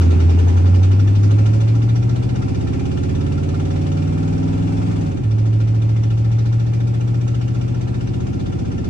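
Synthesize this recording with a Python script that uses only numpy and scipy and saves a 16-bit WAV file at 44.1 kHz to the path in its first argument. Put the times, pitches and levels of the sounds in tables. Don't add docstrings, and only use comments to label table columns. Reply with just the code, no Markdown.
import sys
import numpy as np
from scipy import signal
from scipy.fft import rfft, irfft, next_fast_len
from scipy.io import wavfile

SR = 44100
rng = np.random.default_rng(int(sys.argv[2]) if len(sys.argv) > 2 else 0)


def put_to_file(sound):
    columns = np.atleast_2d(sound).T
    safe = np.clip(columns, -1, 1)
    whole_steps = np.round(safe * 32767)
    wavfile.write(sys.argv[1], SR, whole_steps.astype(np.int16))


N = 392049

# (time [s], speed [cycles per s])
SPEED = [(0, 10.7), (.2, 10.5), (.5, 11.05), (.8, 11.71), (1, 12.51), (1.2, 12.82), (1.6, 13.8),
         (2.4, 15.63), (2.8, 16.45), (3.8, 18.86), (4.87, 21.04), (5, 20.17), (5.12, 18.38), (5.18, 16.43),
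         (5.245, 13.6), (5.3, 13.55), (5.42, 13.68), (6.1, 14.07), (6.85, 14.61), (8.5, 15.61),
         (8.89, 15.75)]
START_CYCLE = -.117


def crank(now):
    speed = np.interp(now, *np.transpose(SPEED))
    cycle = START_CYCLE + np.cumsum(speed) / SR
    return cycle, speed


# (time [s], load on the boom [dB], rumble level [dB], hiss level before a 6 dB lift [dB])
DRIVE = [(0, -1.5, -1.5, -43), (0.499, -3.5, -2, -43.5), (0.901, -4, -5.5, -46), (1.301, -2, -1.5, -44.5),
         (1.9, -1, -3.5, -47), (2.6, 1, 1.2, -46), (3.399, 9, 1.5, -46), (3.698, 4, 0.5, -44.5),
         (4.3, 9, 0.5, -45), (4.901, 6, -1, -43.5), (5.077, 6.5, -1, -45), (5.181, -15, -0.5, -49.5),
         (5.26, -5, -5.5, -50), (5.499, -3.5, -5, -49.5), (6.501, -3.5, -5, -49.5), (7.801, -3, -3, -48.5),
         (8.2, -4, -1.2, -49), (8.89, -9, -0.5, -49)]


def drive(now):
    time, *columns = np.transpose(DRIVE)
    return [np.interp(now, time, column) for column in columns]


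CYLINDERS = [.89, .5, 1.09, 1.2, .88, .65, .78, .72]
# (frequency [Hz], level alike in both ears [dB], level in opposition [dB], lead of the opposed part [rad])
BOOM = [(74.5, -14, -37, 2.5), (92.8, -8, -30.5, -9.5), (113.8, -13.5, -38, -1), (119.2, -16.5, -36, -0.5),
        (125.74, -25, -34.5, 0.2), (126.8, -37.5, -31, -1), (134, -35, -32, -2.5), (142, -34.5, -37, -3),
        (154.3, -28.5, -45, -1), (150, -30, -38, -4), (163, -33.5, -35, 1)]
# (frequency [Hz], lead [rad])
BOOM_TURN = [(90, 1.5), (102, 2), (123, 1.5), (130, 2.2), (141, 1.9), (147, 2.5), (153, 3.6)]
# (frequency [Hz], phase [rad])
CABIN_TURN = [(30.0, 6.6), (60.0, 7.2), (90.0, 3.3), (110.0, -0.8), (125.0, -3.9), (140.0, -3.4),
              (155.0, -6.9), (185.0, -10.1), (207.0, -15.0), (225.0, -23.1), (245.0, -24.9), (265.0, -28.3),
              (285.0, -30.1), (310.0, -33.1), (340.0, -38.6), (375.0, -40.2), (400.0, -39.7),
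              (430.0, -39.4), (470.0, -32.8), (510.0, -42.5), (555.0, -43.3), (600.0, -46.7),
              (800.0, -70.6)]


def boom(cycle, speed, load_db):
    hz = len(CYLINDERS) * speed
    boom_hz, *columns = np.transpose(BOOM)
    mid_db, side_db, lead = [np.interp(hz, boom_hz, column) for column in columns]
    turn = 2 * np.pi * len(CYLINDERS) * cycle + at_hz(CABIN_TURN, hz) + at_hz(BOOM_TURN, hz)
    mid = from_db(mid_db + load_db + 0.56 * drift(7.9)) * np.cos(turn)
    side = from_db(side_db) * np.cos(turn + lead)
    return np.sqrt(2) * np.array([mid + side, mid - side])


RUMBLE_SPEEDS = [11, 16, 21]
# (multiple of the engine cycle,
# level pulling hard at each of the three RUMBLE_SPEEDS [dB], level pulling gently [dB])
RUMBLE = [(2, -2.3, 4, -1, -4.5), (3, -5, -0.5, -11, -6.5), (4, -2, -4.5, -1, -10), (5, 3.5, 4, 6.5, 3),
          (6, -2.5, -1.5, 4.5, -2.5), (7, -7, 6, -2, 2), (9, 2, 2.5, 2, 1), (10, -4, -15.5, 8, -10.5),
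          (11, 4, 3, 4.5, 3.5), (12, -0.5, 1.5, 2, 1.6), (13, 4.5, 6.5, 10.5, 5.5), (14, -3.5, -3, 5, 0.2),
          (15, 3.9, -1.8, -3, 6.5), (16, 0, 7.5, 0.8, 1.9), (17, -5, 3.5, -14, 2), (18, -5, -2.5, 0.2, -6),
          (19, 12.5, -3, 1.5, -1.5), (20, 6, -18.5, -12.5, -8.5), (21, 2, 4.5, 4, 4.1),
          (22, 6.5, -3.5, 2, -2.5), (23, 3.5, -6, -5.5, -5), (24, 2, 4.8, -4.5, 2.9),
          (25, -3, -6.6, -0.5, -3), (26, -3.0, 1, -2.5, -5), (27, 1.6, -7, 1.8, 0.5),
          (28, -3.5, -4, 0.5, -9), (29, -4.5, 1, 11, 0.5), (30, -2, -2, 9.5, -1.6),
          (31, -13, -3.2, 10, -7.5), (32, -20.5, -3, 3.1, -3.5), (33, 0, -6, -4, -0.5),
          (34, 2.5, -7, 11, -8.5), (35, -3.7, -3.5, 14, -4), (36, 4.5, -3, 16, -4.2),
          (37, -5, -11.5, 3, -0.5), (38, -5, 2.5, 16.5, 4.5), (39, -12.5, -0.2, 11, 2.2),
          (40, 7, 4, 8, 2.5), (41, 5.7, 2.5, 15, 2.5), (42, -3.2, 7.5, 8, 1), (43, -10, 1.5, 9, 5),
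          (44, -2, 2.5, 12, 3.5), (45, -1.5, -6.3, -7, -9), (46, -4, 0, -7.5, 0.5), (47, 3, 2.5, 5.5, 3.5),
          (48, -4, -3, -2.5, -1.5), (49, 1, 14, -6, 10), (50, 1, 15.5, -12, 9)]
# (frequency [Hz], level [dB])
CABIN_MID = [(30.0, -55.5), (45.0, -49), (60.0, -36), (75.0, -37), (90.0, -30), (105.0, -29.0),
             (125.0, -42.5), (140.0, -39.5), (155.0, -35), (172.0, -39.5), (190.0, -39), (207.0, -46),
             (225.0, -47), (245.0, -45.5), (262.0, -38), (280.0, -38), (300.0, -42), (325.0, -45),
             (350.0, -46.5), (380.0, -43), (410.0, -54.5), (440.0, -51.5), (470.0, -55.5), (500.0, -71.5),
             (530.0, -58.5), (555.0, -54.5), (590.0, -72.5), (630.0, -68), (680.0, -73), (730.0, -72),
             (775.0, -71.5), (830.0, -82), (900.0, -79.5), (970.0, -81.5), (1050.0, -79)]
# (frequency [Hz], level [dB])
CABIN_SIDE = [(30.0, -74.5), (45.0, -63), (60.0, -61.5), (75.0, -51), (90.0, -48), (105.0, -39),
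              (125.0, -45.5), (140.0, -45), (155.0, -39.5), (172.0, -41.5), (190.0, -40.5), (207.0, -45.5),
              (225.0, -48), (245.0, -54.5), (262.0, -56.5), (280.0, -52.5), (300.0, -50.5), (325.0, -42),
              (350.0, -40), (380.0, -49), (410.0, -45.5), (440.0, -46.5), (470.0, -49.5), (500.0, -49.5),
              (530.0, -51), (555.0, -49), (590.0, -61.5), (630.0, -66), (680.0, -58.5), (730.0, -62.5),
              (775.0, -64), (830.0, -67.5), (900.0, -72), (970.0, -60), (1050.0, -56)]
# (frequency [Hz], lead [rad])
SIDE_LEAD = [(75, -1.5), (95, -2.1), (125, -.9), (140, -2.7), (165, -1.8), (200, -2.7), (225, -4.1),
             (290, -4.5), (350, -4.9), (380, -1.4), (420, -3.6), (500, -3.1), (555, -1.1)]
SHIFT_S = 5.2


def rumble(cycle, speed, level_db):
    pattern = np.angle(np.fft.fft(CYLINDERS))
    step = 8
    cycle, speed = cycle[::step], speed[::step]
    mid, side = 0, 0
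    gentle = np.interp(np.arange(0, N, step) / SR, [SHIFT_S - .1, SHIFT_S + .1], [0, 1])
    for k, *hard_db, gentle_db in RUMBLE:
        k = round(k)
        hz = k * speed
        hard_db = np.interp(speed, RUMBLE_SPEEDS, hard_db)
        line_db = hard_db + gentle * (gentle_db - hard_db)
        line_db = line_db + (.4 + .03 * k) * drift(3.0, step)
        waver = .004 * k * drift(4, step)
        turn = 2 * np.pi * k * cycle + pattern[k % 8] + at_hz(CABIN_TURN, hz) + waver
        mid = mid + from_db(line_db + at_hz(CABIN_MID, hz)) * np.cos(turn)
        side = side + from_db(line_db + at_hz(CABIN_SIDE, hz)) * np.cos(turn + at_hz(SIDE_LEAD, hz))
    both = signal.resample_poly([mid + side, mid - side], step, 1, axis=1)[:, :N]
    return np.sqrt(2) * from_db(level_db) * both


# (frequency [Hz], level per Hz [dB])
HISS = [(290, -29.5), (500, -2.5), (610, -5.5), (777, -2.5), (1020, -12), (1350, -6.5), (1540, -15),
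        (2430, -14), (2900, -18.5), (3920, -22.5), (5600, -21.5), (6600, -28), (7420, -29), (8490, -18),
        (9300, -36.5), (10500, -65), (13000, -73), (14500, -43)]
# (frequency [Hz], lift [dB], delay [cycles], fall [cycles])
PUFF_LIFT = [(500, 15.5, -0.015, 0.66), (895, 13.5, -0.082, 0.1), (1400, 12, -0.067, 0.26),
             (2400, 8.5, -0.0064, 1), (3800, 16.5, -0.0088, 0.36), (5950, 13, 0.089, 0.49),
             (8600, 9.5, 0.11, 0.057)]
# (speed [cycles per s], depth [share])
PUFF_DEPTH = [(10, 0.53), (14, 0.55), (17.5, 0.49), (21, 0.31)]
# (time [s], peak level that sets their extra strength [dB])
HARD_PUFFS = [(0.1062, -30.5), (0.3925, -30), (0.6584, -29.5), (0.834, -30), (0.9168, -30.5), (1.8238, -32),
              (1.9604, -29.5), (3.032, -30), (5.7478, -37), (6.0362, -33.5), (7.2809, -32), (8.1439, -34.5)]
# (frequency [Hz], level [dB], t60 before a 0.06 s cap [s])
PANELS = [(1370, 6.5, 0.082), (1586, -4, 0.04), (1783, 1.5, 0.074), (2074, -4.5, 0.046), (2394, -2.5, 0.12),
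          (2860, 2, 0.013), (3475, -2, 0.084), (3685, -4, 0.041), (4715, -7.5, 0.055), (5290, -15.5, .02),
          (5606, -3, 0.037), (6070, -6.5, 0.042), (6390, -4.5, 0.02)]
USUAL_PEAK_DB = 13
TAP_DB, TAP_AT = 21, .04


def leak(cycle, speed, level_db):
    number = (cycle - PUFF_AT + 1.1).astype(int)
    depth = np.interp(speed, *np.transpose(PUFF_DEPTH))
    strength = 1 + .12 * rng.standard_normal(number[-1] + 1)
    hard_db = np.zeros(len(strength))
    for time, peak_db in HARD_PUFFS:
        at = int((time + .01) * SR)
        hard_db[number[at]] = max(peak_db - level_db[at] - USUAL_PEAK_DB, 0)
    strength = strength + .03 * hard_db

    lift_hz, *columns = np.transpose(PUFF_LIFT)
    hiss = 0
    for hz, band in noise_bands(HISS, 440.0, count=16):
        lift_db, delay, fall = [np.interp(np.log(hz), np.log(lift_hz), column) for column in columns]
        colour = strength + .24 * rng.standard_normal(len(strength))
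        hiss = hiss + band * from_db(lift_db * depth * swell(cycle, delay, fall) * colour[number])
    hiss = rms_one(hiss)

    puff = swell(cycle, 0, PUFF_FALL)
    taps = np.flatnonzero(np.diff(np.floor(cycle - TAP_AT)))
    for hz, panel_db, t60 in PANELS:
        chance_db = 3.5 * np.clip(rng.standard_normal(len(strength)), -3, 1.5)
        blow = from_db(hard_db + chance_db)[number]
        force = rng.standard_normal((2, N)) * (.06 + depth ** 2 * puff ** 3) * blow
        force[:, taps] += from_db(TAP_DB) * (depth ** 2 * blow)[taps] * [[1], [-1]]
        hiss = hiss + from_db(panel_db - 17.5) * ring(force, hz, min(t60, .06))
    return from_db(level_db + 6.0) * two_ears(*hiss)


PUFF_AT, PUFF_RISE, PUFF_FALL = -0.11, 0.11, 0.19


def swell(cycle, delay, fall):
    since = (cycle - PUFF_AT - delay) % 1
    shape = (1 - np.exp(-since / PUFF_RISE)) ** 2 * np.exp(-since / fall)
    return shape / shape.max()


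# (frequency [Hz], level before the soft cut and drive [dB], t60 [s])
BODY = [(203.6, -47, 0.17), (271.3, -48.5, 0.093), (390, -48.5, 0.13), (420, -52, 0.035), (476, -57, 0.044),
        (553, -52.5, 0.088), (650, -62, 0.13), (748, -51, 0.077), (789.4, -50.5, 0.18), (890, -67, 0.041),
        (971.5, -58, 0.22)]
KNOCK_DB = [-6, -9, 0.5, -4, -9, -3, -9, 0.5]
# (speed [cycles per s], level [dB])
LABOUR = [(10.6, 3), (11.7, 4.5), (12.8, -1), (13.8, 1.5), (16, -1), (21, -5.5)]
KNOCK_SPREAD_DB, KNOCK_JITTER_S = 2.2, .0002
KNOCK_CUT_HZ = 2500


def knocks(cycle, speed, level_db):
    firing = np.floor(cycle * len(KNOCK_DB)).astype(int)
    at = np.flatnonzero(np.diff(firing)) + 1
    firing_db = np.array(KNOCK_DB)[firing[at] % len(KNOCK_DB)]
    out = 0
    for hz, panel_db, t60 in BODY:
        blows = np.full((2, N), 1e-18)
        chance = rng.standard_normal((len(at), 4))
        for ear in (0, 1):
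            late = (KNOCK_JITTER_S * SR * chance[:, ear]).astype(int)
            when = np.clip(at + late, 0, N - 1)
            blows[ear, when] = from_db(firing_db + KNOCK_SPREAD_DB * chance[:, 2 + ear])
        out = out + from_db(panel_db) * ring(blows, hz, t60)
    out = signal.sosfilt(signal.butter(4, KNOCK_CUT_HZ, fs=SR, output="sos"), out)
    labour_db = np.interp(speed, *np.transpose(LABOUR))
    return from_db(level_db - level_db.mean() + labour_db) * two_ears(*out)


# (frequency [Hz], level per Hz [dB])
ROAD = [(25, -21), (38, -8.5), (50, -2.5), (70, -2.5), (110, -12), (170, -13), (260, -10), (330, -14),
        (400, -19), (500, -27), (600, -31), (900, -36), (1500, -38), (2500, -54.5)]
# (time [s], drone level [dB], body noise level [dB])
ROAD_DB = [(0, -35.5, -22.5), (.3, -38, -23.5), (1.3, -38, -27), (3, -33.5, -33.5), (4.9, -32, -26),
           (5.5, -33.5, -35.5), (6.2, -35, -36.5), (7.001, -37.5, -39.5), (8.89, -32.5, -30)]
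ROAD_SPLIT_HZ = 95


def road():
    time, *columns = np.transpose(ROAD_DB)
    drone, body = [from_db(np.interp(np.arange(N) / SR, time, column)) for column in columns]
    bands = [(hz, band * from_db(1.4 * drift(5.7))) for hz, band in noise_bands(ROAD, 23.28, count=20)]
    whole = np.std(sum(band for hz, band in bands))
    mix = sum(band * (drone if hz < ROAD_SPLIT_HZ else body) for hz, band in bands)
    return two_ears(*mix) / whole


# (frequency [Hz], left-right likeness [0-1], left lead [rad], left minus right level [dB])
LIKENESS = [(60, 0.995, 0.1, 0), (172, 0.45, 0.2, -0.4), (270, 0.75, 0.2, -0.5), (340, 0.3, 0.2, -0.7),
            (400, 0.55, 3.0, -0.7), (560, 0.7, 3.0, -0.7), (861, 0.58, 3.0, -0.9), (1378, 0.63, -2.1, 0.1),
            (1894, 0.46, -2.7, 0.2), (2411, 0.45, -0.0, 1.3), (2928, 0.06, 1.2, 1.7),
            (3617, 0.1, -1.3, 1.1), (4306, 0.17, 0.1, -0.5), (4995, 0.12, 2.9, -4.0),
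            (6029, 0.47, -1.8, -3.8), (7235, 0.09, -2.6, 5.1), (8268, 0.85, -2.1, 2.3),
            (9474, 0.77, -2.9, 0.3)]


def two_ears(near, other):
    size = next_fast_len(N)
    hz, alike, lead, balance_db = np.transpose(LIKENESS)
    grid = np.arange(size // 2 + 1) * SR / size
    shared = np.interp(grid, hz, np.clip(alike, 0, 1) * np.exp(-1j * lead))
    tilt = from_db(np.interp(grid, hz, balance_db) / 2)
    left, rest = rfft(near, size), rfft(other, size)
    right = shared * left + np.sqrt(1 - np.abs(shared) ** 2) * rest
    return irfft([left * tilt, right / tilt], size)[:, :N]


def noise_bands(spectrum, low_hz, count):
    white = rng.standard_normal((2, 2, N))
    edges = low_hz * 2 ** (np.arange(count + 1) / 3)
    for k, (low, high) in enumerate(zip(edges, edges[1:])):
        hz = np.sqrt(low * high)
        sos = signal.butter(2, [low, high], "band", fs=SR, output="sos")
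        yield hz, from_db(at_hz(spectrum, hz)) * signal.sosfilt(sos, white[k % 2])


def ring(force, hz, t60):
    r, w = from_db(-60 / (t60 * SR)), 2 * np.pi * hz / SR
    return rms_one(signal.lfilter([1, 0, -1], [1, -2 * r * np.cos(w), r * r], force))


def drift(rate, step=1):
    r = np.exp(-200 * np.pi * rate / SR)
    slow = signal.lfilter([1], [1, -2 * r, r * r], rng.standard_normal(N // 100 + 1002))[1000:]
    return np.interp(np.arange(0, N, step) / 100, np.arange(len(slow)), rms_one(slow))


def at_hz(points, hz):
    point_hz, value = np.transpose(points)
    return np.interp(np.log(hz), np.log(point_hz), value)


def rms_one(x):
    return x / np.sqrt(np.mean(x ** 2) + 1e-20)


def from_db(db):
    return 10 ** (np.asarray(db) / 20)


def scene():
    now = np.arange(N) / SR
    cycle, speed = crank(now)
    load_db, rumble_db, hiss_db = drive(now)
    engine = boom(cycle, speed, load_db) + rumble(cycle, speed, rumble_db)
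    engine = engine + knocks(cycle, speed, hiss_db)
    return engine + road() + leak(cycle, speed, hiss_db)


CUTOFF_HZ = 15800


def record(dry):
    rounded = 0.95 * np.tanh(dry / 0.79)
    return signal.sosfilt(signal.cheby2(12, 70, CUTOFF_HZ, fs=SR, output="sos"), rounded)


dry = scene()
out = record(dry)
put_to_file(out)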